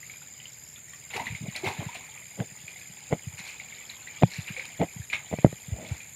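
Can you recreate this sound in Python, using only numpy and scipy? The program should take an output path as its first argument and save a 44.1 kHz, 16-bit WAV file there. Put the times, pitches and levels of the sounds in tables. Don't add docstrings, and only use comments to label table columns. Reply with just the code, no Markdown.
import sys
import numpy as np
from scipy import signal
from scipy.fft import rfft, irfft
from scipy.io import wavfile

SR = 44100
rng = np.random.default_rng(int(sys.argv[2]) if len(sys.argv) > 2 else 0)


def put_to_file(sound):
    columns = np.atleast_2d(sound).T
    safe = np.clip(columns, -1, 1)
    whole_steps = np.round(safe * 32767)
    wavfile.write(sys.argv[1], SR, whole_steps.astype(np.int16))


N = 271215

# (t/s, peak level/dB, f/Hz)
DROP_EVENTS = [(.0297, -38.5, 2090), (0.0973, -35, 2270), (.138, -40, 2400), (0.216, -50, 1450),
               (0.4005, -37.5, 3040), (0.4556, -34.5, 3040), (.7596, -39, 3540), (0.778, -52, 1410),
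               (.882, -46.5, 1950), (0.931, -51.5, 1150), (0.9348, -41, 1890), (.934, -43, 3150),
               (1.1405, -25.5, 2130), (1.196, -28, 958), (1.197, -29.5, 2070), (1.2679, -24, 2030),
               (1.311, -33.5, 2370), (1.3496, -28, 2230), (1.5614, -25.5, 4020), (1.634, -27, 372),
               (1.645, -38, 2320), (1.888, -36, 970), (2.176, -36.5, 2450), (2.6802, -32.5, 2450),
               (2.76, -37, 2140), (2.813, -38, 2480), (3.5988, -32.5, 2245), (3.7238, -37, 2260),
               (3.8985, -30, 4120), (4.073, -33.5, 2010), (4.1683, -35, 2300), (4.565, -29, 2320),
               (4.574, -42, 529), (4.596, -26.5, 2240), (4.6153, -36, 2250), (5.0174, -43, 1760),
               (5.0998, -29, 2420), (5.1306, -18.5, 2150), (5.3868, -33.5, 2440), (5.8497, -37, 2280),
               (6.0032, -37, 2440), (6.007, -46, 3240)]
# (f/Hz, relative level/dB)
WATER_COLOUR = [(600, -16), (1200, -21), (1600, -11), (2000, -4), (2230, 2.5), (2600, -1), (3200, -8.5),
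                (4000, -6), (5000, -25), (6000, -23), (10000, -27), (15000, -61)]
# (f/Hz, relative level/dB)
SPRAY_COLOUR = [(1500, -9.5), (3000, -35), (4000, 1), (5500, -8.5), (9500, -6.5), (15000, -19)]


def from_db(db):
    return 10 ** (np.asarray(db) / 20)


def rms_one(x):
    return x / np.sqrt(np.mean(x ** 2) + 1e-20)


def seconds(length):
    return np.arange(round(length * SR)) / SR


def gain_curve(rows):
    times, levels = np.transpose(rows)
    return from_db(np.interp(np.arange(N) / SR, times, levels))


def add(out, s, sound):
    i = int(np.clip(round(s * SR), 0, N))
    out[i:i + len(sound)] += sound[:N - i]


def coloured(x, spectrum):
    hz, db = np.transpose(spectrum)
    log_hz = np.log(np.arange(N + 1) * SR / (2 * N) + 1)
    weight = from_db(np.interp(log_hz, np.log(hz), db))
    return rms_one(irfft(rfft(x, 2 * N) * weight)[:N])


def band_noise(hz, width_hz):
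    sos = signal.butter(2, [hz - width_hz / 2, hz + width_hz / 2], "band", fs=SR, output="sos")
    return rms_one(signal.sosfilt(sos, rng.standard_normal(N)))


def low_pass(x, hz):
    return signal.sosfilt(signal.butter(2, min(hz, SR / 3), fs=SR, output="sos"), x)


def surge(s, db, rise, t60):
    t = np.arange(N) / SR - s
    fall = np.where(t < 0, (t / rise) ** 2, np.log(1000) * t / t60)
    return from_db(db) * np.exp(-np.minimum(fall, 20))


def glide(from_hz, to_hz, length):
    hz = np.linspace(from_hz, to_hz, round(length * SR))
    return np.hanning(len(hz)) * np.sin(2 * np.pi * np.cumsum(hz) / SR)


def cycles_done(rate_rows):
    return np.cumsum(np.interp(np.arange(N) / SR, *np.transpose(rate_rows))) / SR


def background_air(level_db=-56):
    # (f/Hz, relative level/dB)
    air_colour = [(25, -38), (60, -2.5), (140, 4.5), (300, -11), (600, -11.5), (1100, -19), (2200, -7.5),
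                  (3200, -17), (4300, -16), (5700, -36.5), (8200, -14.5), (10300, -21.5), (12300, -18),
                  (15500, -26.5)]
    return from_db(level_db) * coloured(rng.standard_normal(N), air_colour)


def cricket(top_hz=7560, end_hz=6760, stroke_s=0.0105,
            overtone_db=-19, overtone_top_hz=14700, overtone_end_hz=13000):
    # (t/s, chirps per s)
    chirp_rate = [(0, 19.3), (1.1, 19.3), (1.5, 18.6), (1.9, 19.4), (5.15, 19.38), (5.4, 18.4),
                  (5.65, 19.4), (6.15, 19.4)]
    # (delay t/s, level/dB of the main tone's peak before a small scatter)
    strokes = [(0, -44), (0.0106, -40), (.022, -41.5)]
    out = np.zeros(N)
    chirps = cycles_done(chirp_rate)
    for start in np.flatnonzero(np.diff(np.floor(chirps), prepend=-1)) / SR:
        for delay, db in strokes:
            detune, late, strength, rasp = rng.standard_normal(4)
            pitch = 1 + 0.0093 * detune
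            tone = glide(top_hz * pitch, end_hz * pitch, stroke_s)
            overtone = glide(overtone_top_hz * pitch, overtone_end_hz * pitch, stroke_s)
            stroke = tone + from_db(overtone_db + 2 * rasp) * overtone
            add(out, start + delay + 0.00037 * late, from_db(db + 0.18 * strength) * stroke)
    return out


def flutter(rate):
    knots = rng.standard_normal(4000)
    return np.interp(np.arange(N) / SR * rate, np.arange(len(knots)), knots)


def stridulation(per_s, from_hz, to_hz, length, uneven=.12):
    out = np.zeros(N)
    for k, (late, detune, strength) in enumerate(rng.standard_normal((int(per_s * N / SR), 3))):
        pitch = 1 + .005 * detune
        stroke = from_db(2 * strength) * glide(from_hz * pitch, to_hz * pitch, length)
        add(out, (k + uneven * late) / per_s, stroke)
    return rms_one(out)


def phrases(rows, fade_s=0.14, between_db=-73.5):
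    t = np.arange(N) / SR
    held = np.zeros(N)
    for start, end, db in rows:
        held += from_db(db) * np.clip(.5 + np.minimum(t - start, end - t) / fade_s, 0, 1)
    return np.hypot(held, from_db(between_db))


def buzzes(head_start=.5, rest=0.16, swell=0.45, stop=0.054):
    # (t/s, buzzes per s)
    buzz_rate = [(0, 1.845), (3.4, 1.845), (3.6, 1.96), (4.45, 1.96), (4.6, 1.7)]
    # (t/s, level/dB)
    buzz_level = [(0, -63), (2.9, -65.5), (4.5, -62.5), (6.15, -63.5)]
    phase = (cycles_done(buzz_rate) + head_start) % 1
    bout = np.clip(np.minimum((phase - rest) / swell, (1 - phase) / stop), 0, 1)
    return gain_curve(buzz_level) * bout


def far_insects(second_cricket_db=-58):
    # (f/Hz, width f/Hz, level/dB that a flutter varies)
    chorus_bands = [(6607, 390, -59.5), (7185, 410, -55.5), (13040, 400, -82), (14100, 920, -69.5)]
    # (start t/s, end t/s, level/dB)
    low_phrases = [(-.1, .74, -62), (.92, 1.98, -65), (2.2, 3.45, -63), (3.5, 4.0, -65),
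                   (4.12, 4.72, -61.5), (4.82, 5.2, -65), (5.4, 5.98, -67)]
    # (start t/s, end t/s, level/dB)
    high_phrases = [(.8, 3.42, -63.5), (4.42, 6.3, -64.5)]
    chorus = sum(from_db(db + 2 * flutter(120)) * band_noise(hz, width) for hz, width, db in chorus_bands)
    second = stridulation(per_s=68, from_hz=7200, to_hz=6410, length=0.0091, uneven=.3)
    low_trill = stridulation(per_s=220, from_hz=5250, to_hz=4620, length=0.013, uneven=0.41)
    high_trill = stridulation(per_s=190, from_hz=9450, to_hz=9040, length=0.0083, uneven=0.16)
    rasp = stridulation(per_s=160, from_hz=11450, to_hz=11350, length=.007)
    rasp += .5 * band_noise(hz=11100, width_hz=250)
    trills = phrases(low_phrases) * low_trill + phrases(high_phrases) * high_trill
    return chorus + from_db(second_cricket_db) * second + trills + buzzes() * rasp


def bubble(hz, cycles, climb):
    age = seconds(cycles / hz) * hz / cycles
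    tone = np.sin(2 * np.pi * cycles * age * (1 + climb * (age / 2 - 1 / 6)))
    return tone * np.exp(-np.log(1000) * age) * (1 - np.exp(-20 * age))


def bubbles(per_s, low_hz, high_hz, cycles, spread_db, hiss, climb=0.033):
    out = np.zeros(N)
    born = np.flatnonzero(rng.random(N) < per_s / SR)
    for i, (size, strength, depth) in zip(born, rng.random((len(born), 3))):
        db = spread_db * min(-np.log(1 - strength), 3)
        hz = low_hz * (high_hz / low_hz) ** size
        add(out, i / SR, from_db(db) * bubble(hz, cycles * (.5 + depth), climb))
    return rms_one(out) + hiss * rng.standard_normal(N)


def wading():
    # (t/s, level/dB)
    swirl = [(0.0, -57), (0.12, -55), (0.84, -60.5), (1.18, -51.5), (1.27, -60.5), (1.57, -43.5),
             (1.73, -60), (1.85, -50.5), (2.0, -48), (2.23, -53.5), (3.36, -52), (3.51, -48.5),
             (4.09, -49.5), (4.5, -46.5), (4.95, -52), (5.1, -56), (5.29, -49), (6.15, -58)]
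    # (crest t/s, level/dB, t60/s, spray share, share of trapped air)
    splashes = [(1.109, -38.5, 0.065, .1, 0.3), (1.143, -34.5, 0.15, 0.19, 0.45),
                (1.166, -32, 0.07, 0.21, 0.42), (1.208, -46.5, 0.18, 0.073, 0.43),
                (1.264, -39.5, 0.12, 0.14, 0.31), (1.353, -56, .25, .13, .1), (1.56, -38, 0.12, .62, 0.15),
                (1.648, -37.5, 0.061, .35, 1), (1.671, -32, 0.22, 0.29, 0.53), (1.81, -44.5, 1, .1, 0.64),
                (1.953, -41, 0.1, .44, 0.37), (3.397, -41, 0.21, 0.48, 0.13),
                (3.481, -42, 0.25, 0.66, 0.03), (4.34, -42.5, 0.47, 0.54, 0.058),
                (4.486, -38.5, 0.14, 0.14, 0.092), (4.573, -45, 0.045, 0.17, 0.031),
                (4.654, -38, 0.04, .37, 0.063), (5.135, -25, 0.095, 0.023, 0.084),
                (5.91, -47.5, 1, 0.33, 0.3)]
    # (f/Hz, relative level/dB)
    trickle_colour = [(800, 1), (1400, -14.5), (1900, -1.5), (2280, 7), (2700, -3), (3300, -1),
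                      (4100, -2.5), (5200, -6.5), (7000, -14), (15000, -18)]
    # (f/Hz, relative level/dB)
    pocket_colour = [(35, -1), (100, 21), (300, -4), (550, 1.5), (850, 13.5), (1050, 11.5), (1300, 0.5),
                     (2000, -8.5)]
    trickle_db, gurgle_db, stray_db = -2.5, -12.5, -10
    wake_db, wake_rise_s, wake_t60_s = -24, 0.0017, 0.3
    rise_share = 0.083
    gulp_rise_s, gulp_t60_s = 0.0063, 0.25

    fizz = bubbles(per_s=2000, low_hz=898, high_hz=7150, cycles=25, spread_db=3.5, hiss=0.65)
    fizz = coloured(fizz, WATER_COLOUR)
    trickle = bubbles(per_s=750, low_hz=1200, high_hz=5800, cycles=38, spread_db=3.8, hiss=.55)
    trickle = coloured(trickle, trickle_colour)
    spray = bubbles(per_s=650, low_hz=3000, high_hz=14300, cycles=3.5, spread_db=4, hiss=0.4)
    spray = coloured(spray, SPRAY_COLOUR)
    pockets = bubbles(per_s=300, low_hz=228.0, high_hz=1540, cycles=11.4, spread_db=3.5, hiss=1.0)
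    pockets = coloured(pockets, pocket_colour)
    strays = bubbles(per_s=55, low_hz=1983, high_hz=4260, cycles=35, spread_db=-1.5, hiss=0)

    stirring = gain_curve(swirl)
    wakes = sum(surge(s, db + wake_db, wake_rise_s, wake_t60_s) for s, db, hz in DROP_EVENTS)
    out = np.hypot(from_db(trickle_db) * stirring, wakes) * trickle
    out += stirring * (from_db(gurgle_db) * pockets + from_db(stray_db) * strays)
    for s, db, t60, spray_share, air_share in splashes:
        burst = (fizz + spray_share * spray) / np.hypot(1, spray_share)
        out += surge(s, db, rise_share * t60, t60) * burst
        out += air_share * surge(s, db, gulp_rise_s, gulp_t60_s) * pockets
    return out


def drops(cycles=48, climb=0.37, splat=0.18, splat_s=0.024, longest_s=0.08):
    out, t = np.zeros(N), seconds(.1)
    splatter = coloured(rng.standard_normal(N), WATER_COLOUR)
    for k, (s, db, hz) in enumerate(DROP_EVENTS):
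        tone = bubble(hz, min(cycles, longest_s * hz), climb)
        add(out, s, from_db(db) * tone / np.abs(tone).max())
        piece = splatter[k * len(t):(k + 1) * len(t)]
        add(out, s, from_db(db) * splat * piece * np.exp(-t / splat_s))
    return out


def bank_echo(x, t60=0.18, echo_db=-11):
    t = seconds(.4)
    tail = low_pass(rng.standard_normal(len(t)), 8100)
    tail = tail * np.exp(-np.log(1000) * t / t60) * (t > .006)
    return x + from_db(echo_db) * signal.fftconvolve(x, tail / np.linalg.norm(tail))[:N]


def far_chirps(gap_s=.036):
    # (start t/s, end t/s, peak level/dB)
    runs = [(0.49, .535, -56), (.643, .732, -56), (.88, .972, -57)]
    out = np.zeros(N)
    for start, end, db in runs:
        for s in np.arange(start, end, gap_s):
            add(out, s, from_db(db) * glide(from_hz=5900, to_hz=5000, length=0.021))
    return out


def ring(clicks, hz, t60):
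    r, w = np.exp(-np.log(1000) / (t60 * SR)), 2 * np.pi * hz / SR
    return signal.lfilter([0, np.sin(w)], [1, -2 * r * np.cos(w), r * r], clicks + 1e-18)


def case(force, grip):
    # (f/Hz before the grip factor, relative level/dB, t60/s)
    modes = [(154, -11, 0.14), (223, 8, 0.018), (320, -7, 0.031), (458, 0.5, 0.02), (632, 9.5, 0.0099),
             (796, -23, 0.0063), (1370, -6.5, 0.0059), (2080, 1.5, 0.015), (3020, 7, 0.0034)]
    body = sum(from_db(db) * ring(force, hz * grip, t60) for hz, db, t60 in modes)
    return signal.sosfilt(signal.butter(2, 95, "high", fs=SR, output="sos"), body)


def thud(db, hz, width=1.393):
    sos = signal.butter(3, [hz / width, hz * width], "band", fs=SR, output="sos")
    swing = signal.sosfilt(sos, signal.unit_impulse(SR // 8))
    return from_db(db) * swing / np.abs(swing).max()


def presses_and_knocks(skin_pad_hz=4500, thud_hz=145.7):
    # (t/s, peak level/dB, f/Hz)
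    presses = [(1.299, -31, 95.5), (1.32, -29, 124), (1.343, -34, 128), (1.408, -30, 135),
               (1.422, -35, 200), (1.434, -29, 140), (1.481, -25, 155), (1.666, -26, 120),
               (1.788, -25, 125), (1.861, -26.5, 128), (2.517, -42, 138), (2.637, -43, 124),
               (2.898, -42.5, 144), (3.269, -26.5, 115), (3.333, -39.5, 109), (3.398, -40, 158),
               (4.384, -24.5, 123), (4.502, -29.5, 149), (4.795, -29, 107), (4.961, -31, 137),
               (4.995, -28.5, 104), (5.681, -31.5, 130), (5.718, -21, 86), (5.911, -21.5, 100)]
    # (t/s, knock peak level/dB, hardness f/Hz, grip as pitch factor of the case, pad peak level/dB)
    knocks = [(2.4023, -18, 5500, 0.77, -20.5), (3.1267, -11, 1470, 1.04, -35),
              (4.2263, -16, 6000, 0.89, -36), (4.2341, -2.5, 1630, 1.16, -8.5),
              (4.8159, -12, 1730, 1.15, -38), (5.314, -28.5, 1090, 1.2, -50),
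              (5.3275, -19, 1190, 1.04, -48), (5.3384, -16, 1090, 1.02, -47),
              (5.3869, -22.5, 1470, 0.94, -32), (5.4464, 0.5, 730, 0.99, -6.5),
              (5.4496, -7, 593, 0.79, -20), (5.4625, -15.5, 695, 0.66, -50), (5.528, -27, 985, 0.84, -37)]
    out, click = np.zeros(N), signal.unit_impulse(SR // 8)
    for s, db, hz in presses:
        add(out, s, thud(db, hz))
    for s, db, hardness_hz, grip, pad_db in knocks:
        knock = case(low_pass(low_pass(click, hardness_hz), skin_pad_hz), grip)
        add(out, s, from_db(db) * knock / np.abs(knock).max() + thud(pad_db, thud_hz))
    return out


def rubs(slips_per_s=1200, skin_hz=1500, slip_low_hz=110, rise_share=0.24):
    # (crest t/s, level/dB, t60/s); each swells for rise_share of its t60
    slides = [(1.47, -45, .13), (1.674, -35, 0.16), (1.822, -40, 0.16), (2.41, -29.5, 0.088),
              (3.133, -23, .068), (4.228, -18.5, 0.031), (4.814, -25, 0.055), (4.834, -24.5, 0.065),
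              (5.335, -28.5, 0.048), (5.464, -36, 0.098), (5.822, -42.5, 0.4), (5.92, -52, 0.27)]
    slips = rng.choice([-1, 1], N) * (rng.random(N) < slips_per_s / SR)
    slips = signal.sosfilt(signal.butter(1, slip_low_hz, "high", fs=SR, output="sos"), slips)
    sliding = sum(surge(s, db, rise_share * t60, t60) for s, db, t60 in slides)
    return sliding * rms_one(case(low_pass(slips, skin_hz), grip=0.993))


def snaps():
    # (t/s, level/dB, t60/s)
    slaps = [(1.5621, -35, 0.031), (2.797, -45, 0.019), (3.898, -63, 0.02), (4.655, -40.5, 0.014),
             (5.1315, -50, 0.0088)]
    crack = coloured(rng.standard_normal(N), SPRAY_COLOUR)
    return crack * sum(surge(s, db, rise=0.0003, t60=t60) for s, db, t60 in slaps)


def scene():
    insects = cricket() + far_insects()
    pond = bank_echo(wading() + drops() + snaps())
    chirps = bank_echo(far_chirps(), t60=0.25, echo_db=-11)
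    handling = presses_and_knocks() + rubs()
    return (background_air() + insects + pond + chirps + handling)[None]


def record(dry):
    thin = signal.sosfilt(signal.butter(2, 40, "high", fs=SR, output="sos"), dry)
    cutoff_hz = 15600
    return signal.sosfilt(signal.ellip(12, .1, 90, cutoff_hz, fs=SR, output="sos"), thin)


dry = scene()
out = record(dry)
put_to_file(out)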